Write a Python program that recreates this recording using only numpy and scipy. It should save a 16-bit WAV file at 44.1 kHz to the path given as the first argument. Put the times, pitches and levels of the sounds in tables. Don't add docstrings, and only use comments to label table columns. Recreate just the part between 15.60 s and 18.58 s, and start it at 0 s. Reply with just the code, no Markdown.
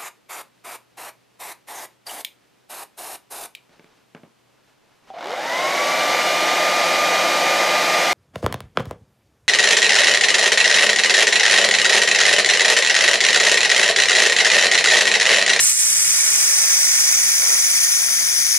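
import sys
import numpy as np
from scipy import signal
from scipy.fft import rfft, irfft
from scipy.io import wavfile
from scipy.ndimage import uniform_filter1d, map_coordinates

SR = 44100
rng = np.random.default_rng(int(sys.argv[2]) if len(sys.argv) > 2 else 0)


def inscribe(sig):
    pcm = np.round(np.clip(np.atleast_2d(sig).T, -1, 1) * 32767)
    wavfile.write(sys.argv[1], SR, pcm.astype(np.int16))


N = 131418
TIME, FREQS = np.arange(N) / SR, np.arange(N // 2 + 1) * SR / N

# time_s, gain_db
JET_STRENGTH = [(0, 4.5), (.11, 2.5), (.135, -1), (.17, -1.7), (.19, 2), (.5, 3), (1.1, 2.1), (1.7, 0.97),
                (2.15, 0.9), (2.4, 0.6), (2.75, 0.1), (2.98, 1)]
# time_s, gain_db
ROAR_GAIN = [(0, -2.5), (.15, -4.5), (.25, -4), (.7, 1), (1.3, 0.5), (2, 0), (2.5, 0.5), (2.98, -2.5)]
# time_s, gain_db
CORE_GAIN = [(0, -4.5), (.3, -0.5), (.7, -1), (1.3, 1), (2.1, -1), (2.6, -0.5), (2.98, -.5)]
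# time_s, gain_db
TREBLE_GAIN = [(0, 2.3), (.15, 4.5), (.3, 1.5), (.7, -0.5), (1.5, 0.4), (2.2, 2), (2.98, -1.5)]
# start_s, level_db (above the hiss)
SPATTER_POPS = [(0.096, 3), (0.121, 3), (1.353, 6), (2.867, 6)]
# delay_ms, gain_db
EARLY_ECHOES = [(3.6, -34), (5.9, -22), (7.5, -20.5), (10.3, -16.5), (17.9, -17.5)]
# frequency_hz, share_0_to_1
DIRECT_POWER_SHARE = [(340, 0.71), (690, 0.85), (1590, 0.91), (1680, 0.64), (1850, 0.84), (1980, 0.65),
                      (2200, 0.78), (2450, 0.67), (2630, 0.93), (3060, 0.88), (3320, 0.33), (3490, 0.25),
                      (3570, 0.51), (3750, 0.44), (3960, 0.88), (4950, 0.75), (5040, 0.52), (5170, 0.8),
                      (5340, 0.79), (5430, 0.6), (5680, 0.92), (6500, 0.91), (6980, 0.68), (7410, 0.87),
                      (7880, 0.73), (8230, 0.89), (8830, 0.79), (9300, 0.33), (9390, 0.68), (10210, 0.91),
                      (12020, 0.34), (12620, 0.54), (12880, 0.07), (13520, 0.54), (14080, 0.22),
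                      (14210, 0.73), (14810, 0.27), (15590, 0.7)]
# frequency_hz, gain_db
LEFT_PLATE_GAIN = [(100, -52), (340, -32.4), (430, -29.3), (520, -28.8), (650, -24.0), (780, -25.2),
                   (1080, -23.3), (1770, -10.3), (1940, -9.6), (2110, -12.1), (2280, -11.3), (2500, -14.1),
                   (2800, -15.0), (2890, -14.3), (3490, -16.0), (3700, -14.6), (3830, -17.4), (4180, -12.5),
                   (4260, -15.8), (4570, -13.6), (4910, -6.5), (5250, -7.2), (5600, -1.6), (5860, -0.3),
                   (6200, -5.1), (6460, -4.5), (6800, -13.5), (6980, -15.5), (7360, -11.5), (8610, -5.7),
                   (9690, -14.4), (9950, -5.8), (10420, -5.0), (10940, -8.7), (11200, -16.3),
                   (11670, -23.4), (11800, -18.0), (12750, -16.7), (13050, -19.7), (13700, -16.8),
                   (14470, -25.3), (14900, -19.6), (15590, -18.9)]
# frequency_hz, gain_db
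RIGHT_PLATE_GAIN = [(100, -52), (340, -32.5), (430, -30.0), (520, -32.1), (690, -25.5), (820, -29.6),
                    (950, -24.9), (1160, -26.6), (1290, -20.1), (1420, -17.1), (1510, -16.6), (1720, -21.7),
                    (1850, -17.4), (1980, -19.4), (2070, -18.4), (2200, -12.8), (2280, -11.3),
                    (2670, -14.7), (3060, -16.1), (3450, -24.7), (3620, -18.7), (3750, -20.8),
                    (4090, -13.0), (4440, -14.8), (4650, -10.1), (5040, -14.6), (5250, -8.3), (5430, -13.9),
                    (5640, -4.7), (5860, -0.5), (6120, -5.3), (6290, 0.6), (6930, -7.8), (7710, -9.6),
                    (8270, -5.8), (8610, -6.7), (9000, -14.9), (9730, -13.0), (9860, -9.4), (10250, -9.2),
                    (10640, -16.0), (10940, -16.5), (12100, -27.0), (12580, -23.0), (12880, -29.4),
                    (13520, -20.5), (14170, -21.2), (14430, -24.7), (15590, -19.3)]
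# frequency_hz, lag_rad
RIGHT_PLATE_LAG = [(340, -0.48), (780, -0.02), (900, -0.23), (1120, 0.29), (1250, -0.01), (1640, 0.95),
                   (1770, -0.29), (1940, -0.28), (2150, -1.16), (2410, -0.38), (2630, 0.65), (3320, 0.15),
                   (3530, -1.2), (3920, -0.45), (4520, -0.38), (4650, 0.52), (4820, 0.82), (5000, 0.42),
                   (5080, -0.75), (5340, -0.11), (5600, -1.69), (6030, -0.99), (6160, -1.42), (6850, -0.76),
                   (7360, 1.56), (7670, 1.84), (7970, 0.86), (8310, 1.25), (8960, 0.62), (9350, -1.49),
                   (9520, -1.54), (9730, 0.58), (11630, -0.52), (11710, 1.79), (12140, -0.38),
                   (12830, 1.59), (13010, 3.09), (14940, 5.99), (15120, 10.56), (15590, 10.47)]
# time_s, right_ear_delay_us, left_gain_db, right_gain_db
TORCH_TRAVEL = [(0, 109, -2, 1.5), (.6, 124.4, -2, 1.5), (1.1, 138.6, -0.5, 2.5), (2.1, 153.4, 0, 2.5),
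                (2.45, 155.5, 0, 0), (2.98, 160.5, 1.5, 0.2)]
# low_hz, high_hz
WIDTH_BANDS = [(2620, 3057), (3930, 4287), (7540, 7700)]
# time_s, lower_band_db, middle_band_db, upper_band_db
SHARED_GAIN = [(0, 5.5, 5, -1), (.25, -3, -6, 4), (.5, -1, -28, 1), (.85, 3, -7, 5), (1.25, -14, -12, -7),
               (1.55, -9, -12, -3), (2, -28, -24, -1), (2.4, -38, -15, -5), (2.72, -36, -17, -14),
               (2.98, -6, 2, -2)]
# frequency_hz, relative_level_db
VENT_SPECTRUM = [(20, -16), (42, 1.5), (100, 4.5), (130, 3), (200, 7.5), (260, -1), (320, 3.5), (450, -40),
                 (900, -8), (2000, -25), (3000, -35)]
# time_s, gain_db
VENT_COURSE = [(0, 8.5), (.12, 0), (.7, 0), (1.6, -0.5), (2, -3), (2.98, -1)]
# frequency_hz, level_db (rms, before waver and course)
HUM_TONES = [(101, -66), (199, -61.5)]
# time_s, gain_db
HUM_COURSE = [(0, 0), (.8, -2), (1.1, 2.5), (1.7, 1.5), (2.3, -1.5), (2.98, -2.5)]
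# start_s, length_s, pitch_hz, rise_hz_per_s, level_db (rms at the crest)
MACHINE_DRONES = [(-.03, 0.1, 105, 2, -51), (.62, 0.38, 401, 0, -54.5), (0.857, 0.39, 569, 150, -55)]
# frequency_hz, relative_level_db
RUSH_SPECTRUM = [(250, -24), (420, 2.5), (600, 5.5), (900, 0), (1300, 9.5), (2000, -22)]

JET_LOW_HZ, ROAR_EDGE_HZ = 375, 2500
CORE_LOW_HZ, CORE_HIGH_HZ = 4470, 5900
TREBLE_LOW_HZ, TREBLE_HIGH_HZ = 6850, 10430
SPUTTER_DB, SPUTTER_HZ = .38, 120
PATCHY_DB, PATCHY_HZ = 1.56, 45
CRACKLES_PER_S, CRACKLE_SPREAD_DB, CRACKLE_DB = 1500, 3, -9.5
POP_DECAY_S = 0.0025
LEFT_DB, RIGHT_DB = -14, -17
HALL_SMEAR_S = 0.0043
VENT_DB, VENT_GUST_DB, VENT_GUST_HZ = -56, 2, 14
SIDE_DB, SIDE_LOW_HZ = -13, 90
HUM_WAVER_DB, HUM_WAVER_RAD, HUM_WAVER_HZ = 2.5, 1.06, 14
DRONE_WAVER_RAD, DRONE_WAVER_HZ = .5, 28
RUSH_START_S, RUSH_LENGTH_S, RUSH_DB = 1.793, 0.196, -38.5
PEAK_LIMIT, CUTOFF_HZ = .88, 15600


def jet():
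    gas = turbulent_gas() + from_db(CRACKLE_DB) * crackle()
    x = gas * from_db(SPUTTER_DB * drift(SPUTTER_HZ)) + spatter()
    x = high_passed(x, 2, JET_LOW_HZ)
    spectrum = rfft(x)
    roar = irfft(spectrum / (1 + (FREQS / ROAR_EDGE_HZ) ** 6), N)
    core = irfft(spectrum * ((FREQS > CORE_LOW_HZ) & (FREQS < CORE_HIGH_HZ)), N)
    treble = irfft(spectrum * ((FREQS > TREBLE_LOW_HZ) & (FREQS < TREBLE_HIGH_HZ)), N)

    for band, gain in ((roar, ROAR_GAIN), (core, CORE_GAIN), (treble, TREBLE_GAIN)):
        x = x + band * (from_db(in_time(gain)[0]) - 1)
    return x * from_db(in_time(JET_STRENGTH)[0])


def turbulent_gas():
    white, gas = rfft(rng.standard_normal(N)), 0
    edges_hz = np.r_[0, np.geomspace(500, 16000, 22), SR]
    for low, high in zip(edges_hz, edges_hz[1:]):
        band = irfft(white * ((FREQS >= low) & (FREQS < high)), N)
        gas = gas + band * from_db(PATCHY_DB * drift(PATCHY_HZ))
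    return rms_one(gas)


def crackle():
    size_db = CRACKLE_SPREAD_DB * np.minimum(rng.exponential(1, N), 6)
    sizes = from_db(size_db) * rng.choice([-1, 1], N)
    return rms_one(sizes * (rng.random(N) < CRACKLES_PER_S / SR))


def spatter():
    envelope = 0
    for start, db in SPATTER_POPS:
        decay = np.exp(-np.abs(TIME - start) / POP_DECAY_S)
        envelope = envelope + from_db(db) * (TIME >= start) * decay
    return rng.standard_normal(N) * envelope


def echoed(x):
    return x + sum(from_db(db) * np.roll(x, int(ms * SR / 1000)) for ms, db in EARLY_ECHOES)


def at_ears(x):
    delay_us, left_db, right_db = in_time(TORCH_TRAVEL)
    share = np.clip(over_hz(DIRECT_POWER_SHARE), 0, 1)
    direct = np.sqrt(share) * rfft(x)
    diffuse = np.sqrt(1 - share) * rfft(hall(x))
    left, right = irfft(direct + diffuse, N)
    left = coloured(left, LEFT_PLATE_GAIN)
    right = coloured(right, RIGHT_PLATE_GAIN, over_hz(RIGHT_PLATE_LAG))

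    position = (TIME - delay_us / 1e6) * SR
    right = map_coordinates(right, [position], order=5, mode="mirror")
    return np.array([left * from_db(LEFT_DB + left_db), right * from_db(RIGHT_DB + right_db)])


def hall(x):
    power = uniform_filter1d(x ** 2, max(2, int(HALL_SMEAR_S * SR)))
    return rng.standard_normal((2, N)) * np.sqrt(np.abs(power))


def varied_width(ears):
    common = rfft(ears.mean(axis=0))
    for (low, high), db in zip(WIDTH_BANDS, in_time(SHARED_GAIN)):
        band = 1 / (1 + ((2 * FREQS - low - high) / (high - low)) ** 12)
        ears = ears + (from_db(db) - 1) * irfft(common * band, N)
    return ears


def mains_hum():
    hum = 0
    for hz, db in HUM_TONES:
        level = from_db(db + HUM_WAVER_DB * drift(HUM_WAVER_HZ))
        phase = 2 * np.pi * hz * TIME + HUM_WAVER_RAD * drift(HUM_WAVER_HZ)
        hum = hum + np.sqrt(2) * level * np.sin(phase)
    return hum * from_db(in_time(HUM_COURSE)[0])


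def machine_drones():
    drones = 0
    for start, length, hz, rise, db in MACHINE_DRONES:
        elapsed = TIME - start
        phase = 2 * np.pi * (hz + .5 * rise * elapsed) * elapsed
        phase = phase + DRONE_WAVER_RAD * drift(DRONE_WAVER_HZ)
        drones = drones + np.sqrt(2) * from_db(db) * arch(start, length) * np.sin(phase)
    return drones


def rush_swell():
    return from_db(RUSH_DB) * arch(RUSH_START_S, RUSH_LENGTH_S) * low_noise(RUSH_SPECTRUM)


def ventilation():
    level_db = VENT_DB + in_time(VENT_COURSE)[0] + VENT_GUST_DB * drift(VENT_GUST_HZ)
    return from_db(level_db) * low_noise(VENT_SPECTRUM)


def workshop():
    return mains_hum() + machine_drones() + rush_swell() + ventilation()


def low_noise(spectrum):
    mid, side = rng.standard_normal((2, N))
    side = high_passed(side, 1, SIDE_LOW_HZ)
    return coloured(mid + from_db(SIDE_DB) * np.array([side, -side]), spectrum)


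def from_db(db):
    return 10 ** (np.asarray(db) / 20)


def rms_one(x):
    return x / np.sqrt(np.mean(x ** 2) + 1e-20)


def in_time(rows):
    seconds, *columns = np.transpose(rows)
    return [np.interp(TIME, seconds, column) for column in columns]


def over_hz(points):
    hz, value = np.transpose(points)
    return np.interp(np.log(FREQS + 1), np.log(hz), value)


def high_passed(x, order, hz):
    return signal.sosfilt(signal.butter(order, hz, "high", fs=SR, output="sos"), x)


def coloured(x, spectrum, lag_rad=0):
    response = from_db(over_hz(spectrum)) * np.exp(-1j * lag_rad)
    return rms_one(irfft(rfft(x) * response, N))


def drift(hz):
    low_pass = (FREQS > 0) / (1 + (FREQS / hz) ** 2)
    return rms_one(irfft(rfft(rng.standard_normal(N)) * low_pass, N))


def arch(start, length):
    return np.sqrt(np.abs(np.sin(np.pi * np.clip((TIME - start) / length, 0, 1))))


def scene():
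    return varied_width(at_ears(echoed(jet()))) + workshop()


def record(dry):
    rounded = dry / (1 + (dry / PEAK_LIMIT) ** 8) ** (1 / 8)
    low_pass = signal.ellip(12, .1, 90, CUTOFF_HZ, fs=SR, output="sos")
    return signal.sosfilt(low_pass, rounded)


dry = scene()
out = record(dry)
inscribe(out)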